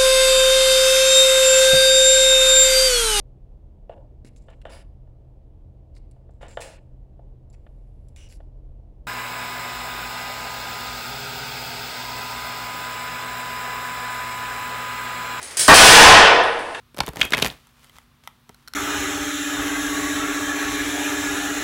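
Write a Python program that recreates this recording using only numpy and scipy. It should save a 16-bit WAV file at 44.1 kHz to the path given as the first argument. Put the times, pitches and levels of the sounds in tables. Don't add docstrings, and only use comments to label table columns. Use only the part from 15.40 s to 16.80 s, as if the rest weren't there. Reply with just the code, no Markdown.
import sys
import numpy as np
from scipy import signal
from scipy.fft import rfft, irfft, next_fast_len
from scipy.io import wavfile

SR = 44100
rng = np.random.default_rng(int(sys.argv[2]) if len(sys.argv) > 2 else 0)


def unload_wav(signal):
    wavfile.write(
        sys.argv[1],
        SR,
        np.round(np.clip(np.atleast_2d(signal).T, -1, 1) * 32767).astype(np.int16),
    )


N = 61739
T = np.arange(N) / SR

# (time [s], level [dB], decay t60 [s])
FIBRE_CRACKS = [(.015, -27, 0.042), (.028, -14, 0.019), (.073, -24, 0.017), (.109, -24, 0.037),
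                (.1695, -7.5, 0.053), (.193, -2.5, 0.068), (.2795, 12.5, 0.018)]
BOARD_BREAKS = [(.2825, 11.5, 0.18)]
BED_SLAMS = [(.341, 30.5, 0.098), (.44, 23, 0.096), (.51, 18.5, 0.08)]
FITTING_CLINKS = [(1.033, -28, 0.047), (1.191, -33, .06)]
FRAME_KNOCKS = [(1.346, -22.5, .06)]
# (frequency [Hz], gain [dB])
HISS_EQ = [(30, -17), (100, 2), (160, -7.5), (400, 1), (2000, 3), (4000, -3.5), (7000, -9), (9700, -2),
           (12000, -14), (15500, -22)]
CRACK_EQ = [(60, -27), (200, -18.5), (500, -13), (1000, -16.5), (1900, -8.5), (2500, -10), (5000, -2),
            (7000, -2.5), (9500, 7.5), (12000, -4), (15500, -7.5)]
BREAK_EQ = [(30, -14), (100, -18), (170, -14), (280, -9), (500, -3.5), (830, 4), (1080, 1.5), (1350, 3.5),
            (2000, -5.5), (3000, -12.5), (6000, -24), (15000, -22)]
SLAM_EQ = [(40, -30), (200, -42), (300, -15), (480, -4.5), (820, 1), (1300, -1), (1800, 0.5), (2300, -2),
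           (3000, -2), (4500, -5), (7000, -4.5), (9500, -0.5), (15000, -11.5)]
CLINK_EQ = [(500, -30), (6000, -14), (8200, -4), (9300, 0), (10500, -3), (12300, -16), (13000, -9),
            (14000, -21)]
KNOCK_EQ = [(80, -12), (250, -5), (1000, -9), (1700, 6), (2100, -2), (3300, 2), (5000, -15), (10000, -11),
            (15000, -32)]
MICROPHONE_EQ = [(20, 4), (5000, -0.5), (9500, -5.5), (10500, -8), (11300, -13.5), (11850, -22),
                 (12500, -12), (14000, -10.5), (16000, -14)]
# (frequency [Hz], decay t60 [s])
HALL_DECAY = [(60, 1.25), (400, 1.22), (900, 1.066), (1800, 0.95), (3000, 0.88), (5000, 0.71), (7500, 0.56),
              (10000, 0.46), (15000, 0.37)]


def amp(db):
    return 10 ** (np.asarray(db) / 20)


def curve_at(points, hz):
    freqs, values = np.transpose(points)
    return np.interp(np.log(hz + 1), np.log(freqs + 1), values)


def filtered(x, response):
    size = next_fast_len(N + SR // 2)
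    hz = np.fft.rfftfreq(size, 1 / SR)
    return irfft(rfft(x, size) * response(hz), size)[:N]


def noise(eq):
    x = filtered(rng.standard_normal(N), lambda hz: amp(curve_at(eq, hz)))
    return x / x.std()


def hall(x, build_up_s=0.0036):
    hz, t, spectrum = signal.stft(rng.standard_normal(N), SR, nperseg=256)
    decay = amp(-60 * t / curve_at(HALL_DECAY, hz)[:, None])
    tail = signal.istft(spectrum * decay, SR, nperseg=256)[1][:N]
    tail *= 1 - np.exp(-T / build_up_s)
    return signal.fftconvolve(x, tail / np.linalg.norm(tail))[:N]


def hits(cues, eq, attack_s, hall_db):
    out = np.zeros(N)
    for start, db, t60 in cues:
        age = np.maximum(T - start, 0)
        attack = 1 - np.exp(-age / attack_s)
        burst = noise(eq) * attack * amp(db - 60 * age / t60)
        out += burst + amp(hall_db) * hall(burst)
    return out


def factory_hiss(level_db=-39):
    return amp(level_db) * noise(HISS_EQ)


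def fibre_cracks():
    return hits(FIBRE_CRACKS, CRACK_EQ, attack_s=0.0012, hall_db=5)


def board_break():
    return hits(BOARD_BREAKS, BREAK_EQ, attack_s=0.0012, hall_db=7.5)


def bed_slams():
    return hits(BED_SLAMS, SLAM_EQ, attack_s=0.00098, hall_db=5)


def fitting_clinks():
    return hits(FITTING_CLINKS, CLINK_EQ, attack_s=0.001, hall_db=1)


def frame_knock():
    return hits(FRAME_KNOCKS, KNOCK_EQ, attack_s=0.0011, hall_db=-3)


def scene():
    board = fibre_cracks() + board_break() + bed_slams()
    rig = fitting_clinks() + frame_knock()
    return (board + rig + factory_hiss())[None]


def record(dry, ceiling=0.69, hardness=6.34, cutoff_hz=16000):
    oversampled = signal.resample_poly(dry[0], 4, 1)
    oversampled /= (4 + np.abs(oversampled / ceiling) ** hardness) ** (1 / hardness)
    clipped = signal.resample_poly(oversampled, 1, 4)
    return filtered(clipped, lambda hz: amp(curve_at(MICROPHONE_EQ, hz)) * (hz < cutoff_hz))[None]


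dry = scene()
out = record(dry)
unload_wav(out)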